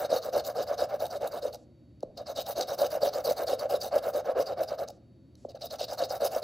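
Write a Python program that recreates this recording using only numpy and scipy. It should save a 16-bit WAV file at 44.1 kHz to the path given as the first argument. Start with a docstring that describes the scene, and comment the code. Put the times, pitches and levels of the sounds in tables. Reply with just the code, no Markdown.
"""Brisk, crackling scrapes: a large coin rubs the coating off a paper ticket on a stone countertop.
About nine strokes a second run in three bouts, heavy forward and light back. Dense tiny fractures make
the crackle; the rim's slips and catches set the pressed coin and card thrumming, and its drag over the fibres rasps.
Between bouts the coin is set down with a tap, a bending wave whose high notes arrive first.
Sine tones hum faintly over filtered room noise; two close microphone ports hear it all."""
import sys
import numpy as np
from scipy import signal
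from scipy.fft import rfft, irfft, next_fast_len
from scipy.io import wavfile
from scipy.ndimage import uniform_filter1d, map_coordinates

SR = 44100
rng = np.random.default_rng(int(sys.argv[2]) if len(sys.argv) > 2 else 0)


def materialize(psi):
    """Save the field psi as 16-bit PCM at rate SR to the path in sys.argv[1].

    A 1-D psi becomes a single channel; in a 2-D psi each row is a channel.
    """
    bounded = np.clip(np.atleast_2d(psi).T, -1, 1)
    quanta = np.round(bounded * 32767).astype(np.int16)
    wavfile.write(sys.argv[1], SR, quanta)


N = 283563


def amp(db):
    """Decibels to gain."""
    return 10 ** (np.asarray(db) / 20)


def unit(x):
    """Scale to rms 1."""
    return x / np.sqrt(np.mean(x ** 2) + 1e-20)


def along(points, hz):
    """Read (f/Hz, value) points on a log frequency axis."""
    f, v = np.transpose(points)
    return np.interp(np.log(hz + 1), np.log(f + 1), v)


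def wobble(rate):
    """A smooth random curve, rate knots a second."""
    return map_coordinates(rng.standard_normal(SR), [np.arange(N) * rate / SR])


def filtered(x, response):
    """Multiply the spectrum of x by a complex response of frequency."""
    size = next_fast_len(N + SR // 2)
    return irfft(rfft(x, size) * response(np.fft.rfftfreq(size, 1 / SR)), size)[..., :N]


def ring(level_db, size=4096):
    """Causal (minimum-phase) impulse response, of energy 1, with the given dB response."""
    cepstrum = irfft(np.log(amp(level_db(np.fft.rfftfreq(size, 1 / SR))) + 1e-6))
    # fold the cepstrum forward in time so that the response is causal
    cepstrum[1:size // 2] *= 2
    cepstrum[size // 2 + 1:] = 0
    response = irfft(np.exp(rfft(cepstrum)))
    return response / np.linalg.norm(response)


def through(x, response):
    """Excite an impulse response with x."""
    return signal.fftconvolve(x, response)[:N]


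def add(track, s, sound):
    """Mix a sound into the track at time s, in seconds."""
    part = track[max(round(s * SR), 0):][:len(sound)]
    part += sound[:len(part)]


def slips(rate, spread_db):
    """Tiny random slips, rate a second, of uneven size and either sign, rms 1."""
    sizes = amp(spread_db * np.clip(rng.standard_normal(N), -2, 2))
    signs = np.sign(rng.standard_normal(N))
    happens = rng.random(N) < rate / SR
    return unit(sizes * signs * happens)


def patchy(x, depth_db, size=256):
    """Random gains over patches of time and frequency."""
    z = signal.stft(x, nperseg=size)[2]
    across_hz = uniform_filter1d(rng.standard_normal(z.shape), size=5, axis=0)
    field = uniform_filter1d(across_hz, size=7, axis=1)
    return signal.istft(z * amp(depth_db * unit(field)), nperseg=size)[1][:N]


# colour of the room noise: (f/Hz, relative level/dB per Hz)
ROOM_NOISE_COLOUR = [(20, -37), (45, -11), (70, 5.5), (100, 2.5), (170, -1), (330, -1.5), (450, -15.5),
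                     (570, -12.5), (800, -27), (1200, -32.5), (3000, -37), (6500, -43.5), (12000, -47),
                     (16000, -62)]


def air(air_db=-57):
    """Low, steady room noise: random pressure shaped by a fixed spectrum."""
    return amp(air_db) * unit(filtered(rng.standard_normal(N), lambda hz: amp(along(ROOM_NOISE_COLOUR, hz))))


# steady tones of the room: (f/Hz, rms level/dB, wander/Hz)
HUM_TONES = [(119, -64, 0.843), (239.6, -73, 2.7), (530, -80.5, 7.4), (3780, -89.5, 25), (4500, -84, 120)]


def hum():
    """An appliance's hum and thin whine: sines whose pitch wanders slightly."""
    out = np.zeros(N)
    for hz, db, wander in HUM_TONES:
        phase = 2 * np.pi * np.cumsum(hz + wander * wobble(4 * wander)) / SR
        out += amp(db) * np.sqrt(2) * np.sin(phase)
    return out


# how long the walls ring: (f/Hz, t60/s)
WALL_DECAY = [(200, 0.37), (600, 0.47), (4000, 0.34), (15000, 0.08)]


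def room(x):
    """The walls answer with a diffuse tail, each frequency dying at its own speed."""
    hz, t, z = signal.stft(rng.standard_normal(SR // 2), SR, nperseg=256)
    fade_db = -60 * t / along(WALL_DECAY, hz)[:, None]
    tail = signal.istft(z * amp(fade_db), SR, nperseg=256)[1]
    # the tail starts 5 ms late
    return through(x, np.pad(unit(tail) / np.sqrt(len(tail)), (SR // 200, 0)))


# phase by which the left port leads: (f/Hz, phase/rad)
LEFT_LEAD = [(100, 0), (430, -.6), (700, -.25), (900, -.1), (1150, .35), (1800, 0), (7500, 0), (7950, -1.4),
             (8850, -3.05), (9550, -3.25), (10500, -5.7), (11050, -6.28), (11650, -6.3), (12450, -8.7),
             (13350, -9.45), (15050, -12.57)]
# left-right likeness: (f/Hz, correlation 0-1)
LIKENESS = [(100, .97), (600, .98), (1000, .88), (2000, .95), (2600, .995), (7400, .98), (7750, .65),
            (9100, .99), (9950, .65), (11200, .98), (12200, .6), (13200, .99), (14300, .8), (15500, .97)]
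# left minus right: (f/Hz, level/dB)
LEFT_EXCESS = [(700, 0), (1000, -4), (1400, -4), (1800, 0)]


def ports(common, differing):
    """Two ports share one sound, offset in phase and level, plus a part of opposite sign in each."""
    sides = np.array([[1], [-1]])  # left, right

    def turn(hz):
        return np.arccos(np.clip(along(LIKENESS, hz), 0, 1)) / 2

    def offset(hz):
        level = amp(.5 * sides * along(LEFT_EXCESS, hz))
        return level * np.exp(.5j * sides * along(LEFT_LEAD, hz))

    shared = filtered(common, lambda hz: np.cos(turn(hz)))
    opposed = sides * filtered(differing, lambda hz: np.sin(turn(hz)))
    return filtered(shared + opposed, offset)


# the rim grazes the card as it leaves and before it lands: (start t/s, length/s, level/dB)
GRAZES = [(1.555, .1, -75), (4.905, .08, -77), (5.36, 0.12, -73)]


def brush(fade_s=0.02):
    """A faint hiss as the rim grazes the card: noise in a broad hump around 6.5 kHz."""
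    t = np.arange(N) / SR
    gain = np.zeros(N)
    for s, length, db in GRAZES:
        to_edge = np.minimum(t - s, s + length - t)
        gain += amp(db) * np.clip(to_edge / fade_s, 0, 1)
    hiss = filtered(rng.standard_normal(N), lambda hz: np.exp(-((hz - 6500) / 4000) ** 2))
    return gain * unit(hiss)


# light ticks of the rim as it lifts or touches: (t/s, relative level/dB)
RIM_TICKS = [(1.546, -28), (2.006, -43), (2.027, -43), (2.031, -39), (4.886, -26.5), (5.354, -43)]


def ticks(t60=0.0083, tick_db=-7, dull_share=0.28):
    """Short clicks of the rim: dying noise, coloured between its scrape and its bite."""
    t = np.arange(SR // 20) / SR
    out = np.zeros(N)
    for s, db in RIM_TICKS:
        add(out, s, amp(db + tick_db - 60 * t / t60) * rng.standard_normal(len(t)))

    def colour(hz):
        return (1 - dull_share) * along(COATING_COLOUR, hz) + dull_share * along(BITE_COLOUR, hz)

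    return through(out, ring(colour))


# the coin is set down: (t/s, knock level/dB)
SET_DOWNS = [(2.026, -22.5), (5.445, -27.5)]


def taps(body_share=0.52, dull_hz=900, lead_s=0.0041, settle_db=-22, settle_t60=0.044, size=4096):
    """A tap spreads as a bending wave, high notes first; the card then settles under the coin."""
    hz = np.fft.rfftfreq(size, 1 / SR)
    # the delay is 12 ms at 550 Hz and falls with the root of frequency
    phase = 4 * np.pi * .012 * np.sqrt(550 * hz)
    body = amp(body_share * along(HEAVY_THRUM, hz)) / (1 + (hz / dull_hz) ** 4)
    knock = irfft(body * np.exp(-1j * phase))
    settle_fade = amp(settle_db - 60 * np.arange(size) / SR / settle_t60)
    settling = settle_fade * rng.standard_normal(size)
    settled = np.convolve(settling, knock / np.linalg.norm(knock))[:size]
    thud = knock / np.abs(knock).max() + settled
    out = np.zeros(N)
    for s, db in SET_DOWNS:
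        add(out, s - lead_s, amp(db) * thud)
    return out


# strokes, alternately back and forth, beginning with a back stroke:
# (start t/s, force as relative thrum level/dB, scrape level/dB, rise of the scrape along the stroke/dB)
STROKE_PLAN = [(-0.03, -29, -47, 12), (0.086, -23, -41, 9), (0.211, -34, -48, -1), (0.32, -23, -44.5, -1),
               (0.434, -33, -48, -3.5), (0.542, -26.5, -46, 6), (0.663, -29, -48.5, 1),
               (0.769, -26, -46.5, -4), (0.881, -31.5, -55, 2), (0.987, -29, -49, 0),
               (1.093, -33, -50.5, 3), (1.198, -27, -55.5, -2), (1.304, -31.5, -51, 8),
               (1.412, -31.0, -52, -6), (1.523, -41.5, -49, 2), (2.164, -37, -59.5, -11),
               (2.255, -35, -47.5, -1), (2.348, -33, -39.5, -0.5), (2.449, -33.5, -43.5, 9),
               (2.549, -26.5, -42, 0), (2.667, -30.5, -44.5, 7.5), (2.77, -23, -43, 2.5),
               (2.897, -29, -48.5, -11), (3.003, -23.5, -40.5, 1), (3.119, -29.0, -46.5, 2),
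               (3.235, -24, -42.5, -6.5), (3.356, -27.5, -45.5, 1.5), (3.461, -26.5, -40.5, -5),
               (3.578, -30, -51.5, -7), (3.687, -25, -44.5, -5.5), (3.797, -33.5, -44, 1.5),
               (3.907, -23, -48.5, 9.5), (4.016, -28, -50.5, -2), (4.125, -27, -49.5, -4),
               (4.237, -27, -54, 4), (4.344, -23, -49, 21), (4.453, -31.5, -49.5, -6),
               (4.561, -27, -52.5, 11), (4.669, -33, -51, -3.5), (4.774, -28.5, -53, -7),
               (4.872, -43.5, -52, -4), (5.484, -46, -56.5, 0), (5.547, -41, -58.5, -9),
               (5.604, -38, -44.5, -6), (5.696, -36.5, -44.5, -1.5), (5.78, -34.0, -40.5, 6.5),
               (5.873, -34, -45.5, 1.5), (5.969, -27.0, -41.5, 0.5), (6.084, -31.5, -45.5, -8.5),
               (6.196, -23.5, -42, 4.5), (6.304, -29, -45.5, 0.5), (6.416, -26, -50, -9)]
# the coin leaves the card, which ends the stroke under way: (t/s)
COIN_LIFTS = [1.565, 4.914, 5.525, 5.581, 6.5]
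# the light back stroke bites at once and then skims; turn_s: rest at its end/s,
# hardest: place of most pressure 0-1, swell: how peaked the pressure is, rasp_db: level over the force/dB,
# wear_db: scrape early, midway and late/dB, polish: dB more treble for each dB of wear
BACK_STROKE = dict(turn_s=0.00799, hardest=.62, swell=1.25, rasp_db=-15, wear_db=[3.5, -2, -3.5], polish=0)
# the heavy forward stroke scrapes all the way; same keys and units
FORWARD_STROKE = dict(turn_s=.014, hardest=.49, swell=1.11, rasp_db=-18, wear_db=[2, 1.5, -0.5],
                  polish=0.35)


def passes():
    """(start, end, force dB, scrape dB, rise dB, manner) of each stroke, until the coin turns or lifts."""
    following = [row[0] for row in STROKE_PLAN[1:]] + [np.inf]
    rows = []
    for k, ((start, *levels), next_start) in enumerate(zip(STROKE_PLAN, following)):
        manner = FORWARD_STROKE if k % 2 else BACK_STROKE
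        later_lifts = [s for s in COIN_LIFTS if s > start]
        end = min([next_start - manner["turn_s"]] + later_lifts)
        rows.append((start, end, *levels, manner))
    return rows


# the rim gouges out a thick patch of coating with a short zip: (start t/s, relative level/dB)
GOUGE_ZIPS = [(1.053, -40.5), (1.27, -46), (2.172, -41.5), (2.608, -30.5), (3.492, -42), (4.412, -41),
              (4.628, -41), (6.245, -33)]
GOUGE_ATTACK_S, GOUGE_DECAY_S = 0.0028, 0.0081
# treble of the scrape, dull as the second and third bouts begin: (t/s, level/dB)
SCRAPE_TREBLE = [(0, -0.5), (.5, -2.5), (.9, -1), (1.4, 0), (2.2, -9), (2.5, -3.5), (3.0, 0.5),
                 (3.65, -1.5), (4.15, 0.5), (4.3, -6), (4.85, -5.5), (5.55, -10), (6.1, -1)]
# excess of force over scrape (dB) above which forward strokes, on coating worn thin, hiss; below it, dull
WORN_DB = 24
# below this force the rim hardly reaches the fibres of the card (dB)
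FIBRE_DB = -40.5


def strokes(edge=0.22, rasp_swell=1.0, bite_place=0.18, bite_width=0.19):
    """Gains of thrum, rasp, scrape, bite and treble: the coin speeds up, bears down, and stops to turn."""
    t = np.arange(N) / SR
    thrum, rasp, scrape, bite = np.zeros((4, N))
    colours = []
    for start, end, force_db, scrape_db, rise_db, manner in passes():
        now = (t > start) & (t < end)
        way = (t[now] - start) / (end - start)  # 0 to 1 along the stroke
        pressure = np.sin(np.pi * np.interp(way, [0, manner["hardest"], 1], [0, .5, 1]))
        to_edge = np.minimum(way, 1 - way) / edge
        sliding = np.sin(np.pi / 2 * np.clip(to_edge, 0, 1)) ** 2
        reach = 1 / (1 + amp(FIBRE_DB - force_db) ** 4)
        wear_points = manner["wear_db"] + rise_db * np.array([-.5, 0, .5])
        wear_db = np.interp(way, [.15, .5, .85], wear_points)
        thrum[now] += amp(force_db) * pressure ** manner["swell"]
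        rasp[now] += reach * amp(force_db + manner["rasp_db"]) * np.sin(np.pi * way) ** rasp_swell
        scrape[now] += amp(scrape_db + wear_db) * sliding
        bite[now] += np.exp(-((way - bite_place) / bite_width) ** 2)
        worn_db = force_db - scrape_db - WORN_DB
        colours.append(((start + end) / 2, manner["polish"] * worn_db))
    for s, db in GOUGE_ZIPS:
        age = t[t > s] - s
        attack = np.minimum(age / GOUGE_ATTACK_S, 1)
        scrape[t > s] += amp(db) * attack * np.exp(-np.minimum(age / GOUGE_DECAY_S, 20))
    treble_db = np.interp(t, *np.transpose(SCRAPE_TREBLE)) + np.interp(t, *np.transpose(colours))
    return thrum, rasp, scrape, bite, amp(treble_db)


# colour of the card's fibres: (f/Hz, relative level/dB per Hz)
FIBRE_COLOUR = [(100, -27.5), (500, -12.5), (900, 2.5), (1300, 2.5), (1650, -1), (1950, -14), (2200, -8),
                (2450, -17.5), (2800, -10.5), (4000, -28.5), (8000, -81)]


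def paper(gain, rasp_db=-1.0, patchy_db=2):
    """The rim drags over the fibres of the card: dense slips ring a papery resonance."""
    drag = gain * slips(rate=2500, spread_db=0.5)
    fibres = through(drag, ring(lambda hz: along(FIBRE_COLOUR, hz)))
    return amp(rasp_db) * patchy(fibres, patchy_db)


def steady_thrum(spectrum, evenness, drift=.045, size=300):
    """Slips ring a resonance of wavering pitch; its loudness swells are partly evened out."""
    x = unit(through(slips(rate=1200, spread_db=3), ring(lambda hz: along(spectrum, hz))))
    # uneven playback speed shifts the pitch
    x = map_coordinates(x, [np.cumsum(1 + drift * wobble(18))], mode="mirror")
    power = np.abs(uniform_filter1d(uniform_filter1d(x ** 2, size), size)) + 1e-6
    return unit(x / power ** (evenness / 2))


# the hardest catches of the rim: (t/s, peak level/dB)
HARD_CATCHES = [(0.128, -12), (0.365, -17), (0.049, -23), (0.714, -21), (1.024, -17.5), (1.232, -26.5),
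                (2.602, -19.5), (2.716, -24), (2.819, -16), (3.032, -13), (3.074, -16.5), (3.291, -16.5),
                (3.313, -15), (3.533, -15.5), (3.744, -17), (3.965, -13.5), (4.296, -17), (4.4, -14),
                (4.825, -25.5), (6.026, -17.5), (6.222, -18), (6.365, -18)]
# light catches: level over the force (dB), its scatter (dB), scatter in time (s)
SNAG_DB, SNAG_SPREAD_DB, SNAG_SPREAD_S = 7, 1.5, .012


def snags():
    """(s, dB) of a light catch in each stroke that has no hard one, about where the hand presses most."""
    chance = rng.standard_normal((len(STROKE_PLAN), 2))
    light = []
    for (start, end, force_db, *_, manner), (late, loud) in zip(passes(), chance):
        if any(start < s < end for s, _ in HARD_CATCHES):
            continue
        s = start + manner["hardest"] * (end - start) + SNAG_SPREAD_S * late
        light.append((s, force_db + SNAG_DB + SNAG_SPREAD_DB * loud))
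    return light


# the thrum under a heavy hand: (f/Hz, relative level/dB per Hz)
HEAVY_THRUM = [(100, -37), (200, -34), (270, -27), (350, -16.5), (410, -14.5), (480, -4.5), (550, 2.5),
               (630, -2.5), (730, -10.5), (820, -17), (920, -36.5), (1300, -43), (2500, -78)]
# the thrum under a light hand sits higher: (f/Hz, relative level/dB per Hz)
LIGHT_HAND_THRUM = [(100, -54.5), (200, -31.5), (330, -21), (420, -13.5), (500, -5.5), (590, 1), (670, 1.5),
                    (750, -1), (830, -13.5), (930, -29), (1300, -23), (2500, -96.5)]


def card(gain, thrum_db=-2.0, heavy_db=-29, evenness=0.47, catch_db=0, catch_lead_s=0.003083,
         stick_depth=0.29, stick_lead_s=0.0089, stick_width_s=0.0022, knock_db=-22, knock_hz=290):
    """Slips and catches of the rim drive the low resonance of coin and card, which deepens under pressure."""
    heavy = gain ** 2 / (gain ** 2 + amp(heavy_db) ** 2)
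    heavy_part = np.sqrt(heavy) * steady_thrum(HEAVY_THRUM, evenness)
    light_part = np.sqrt(1 - heavy) * steady_thrum(LIGHT_HAND_THRUM, evenness)
    t = np.arange(N) / SR
    jolts, free = np.zeros(N), np.ones(N)
    for s, db in HARD_CATCHES + snags():
        # the rim sticks for a moment, then lets go
        near = slice(*np.searchsorted(t, [s - .05, s + .05]))
        free[near] *= 1 - stick_depth * np.exp(-((t[near] - s + stick_lead_s) / stick_width_s) ** 2)
        add(jolts, s - catch_lead_s, [amp(db + catch_db)])
    # the release builds up over a few cycles and also knocks the card against the stone
    jolt = ring(lambda hz: 1.37 * along(HEAVY_THRUM, hz))
    knock = amp(knock_db) * ring(lambda hz: -20 * np.log10(1 + ((hz - knock_hz) / 90) ** 2))
    catches = through(jolts, (jolt + knock) / np.abs(jolt).max())
    return amp(thrum_db) * gain * free * (heavy_part + light_part) + catches


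# colour of the crackle: (f/Hz, relative level/dB per Hz)
COATING_COLOUR = [(500, -23), (2000, -19), (2450, -17.5), (2850, -7.5), (3200, -12), (3480, -10),
                  (3750, -1.5), (4350, -2.5), (4950, 0.5), (5550, -6.5), (5950, -2.5), (7200, -11),
                  (9800, -11), (11100, -7.5), (12600, -12.5), (15800, -15.5)]
# the rim's first bite into the coating: (f/Hz, relative level/dB per Hz)
BITE_COLOUR = [(500, -20), (3200, -37.5), (4000, -4.5), (4650, 0.5), (5300, -6), (6500, -20), (9000, -26),
               (16000, -49)]
# bright resonances of the scrape: (f/Hz, width/Hz, boost/dB)
SHEEN_PEAKS = [(3790, 107, 7.5), (8430, 410, 10.5), (13890, 940, 13.5), (14570, 350, 17)]


def coating(gain, bite, treble, scrape_db=0, bite_db=-3, bite_share=0.4, uneven_db=2.5, patchy_db=3.5,
            tilt_db=3.5, split_hz=7000, linger_db=-20, size=2600):
    """The coating crumbles in dense tiny fractures, brighter or duller as the rim's angle shifts."""
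    def colour(hz):
        peaks = sum(db / (1 + (2 * (hz - centre) / width) ** 2) for centre, width, db in SHEEN_PEAKS)
        return along(COATING_COLOUR, hz) + peaks

    # loose crumbs keep grinding under the rim while the coin turns
    crumbs = amp(linger_db) * uniform_filter1d(gain, size)
    grind = gain * (1 - bite_share * bite) + crumbs
    fractures = unit(slips(rate=7000, spread_db=6.0) * amp(uneven_db * wobble(220)))
    crackle = through(grind * fractures, ring(colour))
    # while the coin is still slow its scrape is narrower, almost a chirp
    bite_slips = gain * bite * slips(rate=3000, spread_db=1)
    biting = through(bite_slips, ring(lambda hz: along(BITE_COLOUR, hz)))
    dull = filtered(crackle, lambda hz: 1 / (1 + (hz / split_hz) ** 6))
    bright = (crackle - dull) * treble * amp(tilt_db * wobble(35))
    return patchy(amp(scrape_db) * (dull + bright) + amp(bite_db) * biting, patchy_db)


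def scene(low_wet_db=-17, high_wet_db=-18):
    """The coin close up, the room faint behind it."""
    thrum, rasp, scrape, bite, treble = strokes()
    low = card(thrum) + paper(rasp) + taps()
    high = coating(scrape, bite, treble) + ticks() + brush()
    sent = amp(low_wet_db) * low + amp(high_wet_db) * high
    common = low + high + room(sent) + air() + hum()
    # scattered scrape, echoes and room noise reach each port a little differently: fresh random draws
    differing = paper(rasp) + coating(scrape, bite, treble) + room(sent) + air()
    return ports(common, differing)


TOP_HZ = 15830


def record(dry):
    """The recorder keeps nothing above its band limit."""
    return filtered(dry, lambda hz: hz < TOP_HZ)


dry = scene()
out = record(dry)
materialize(out)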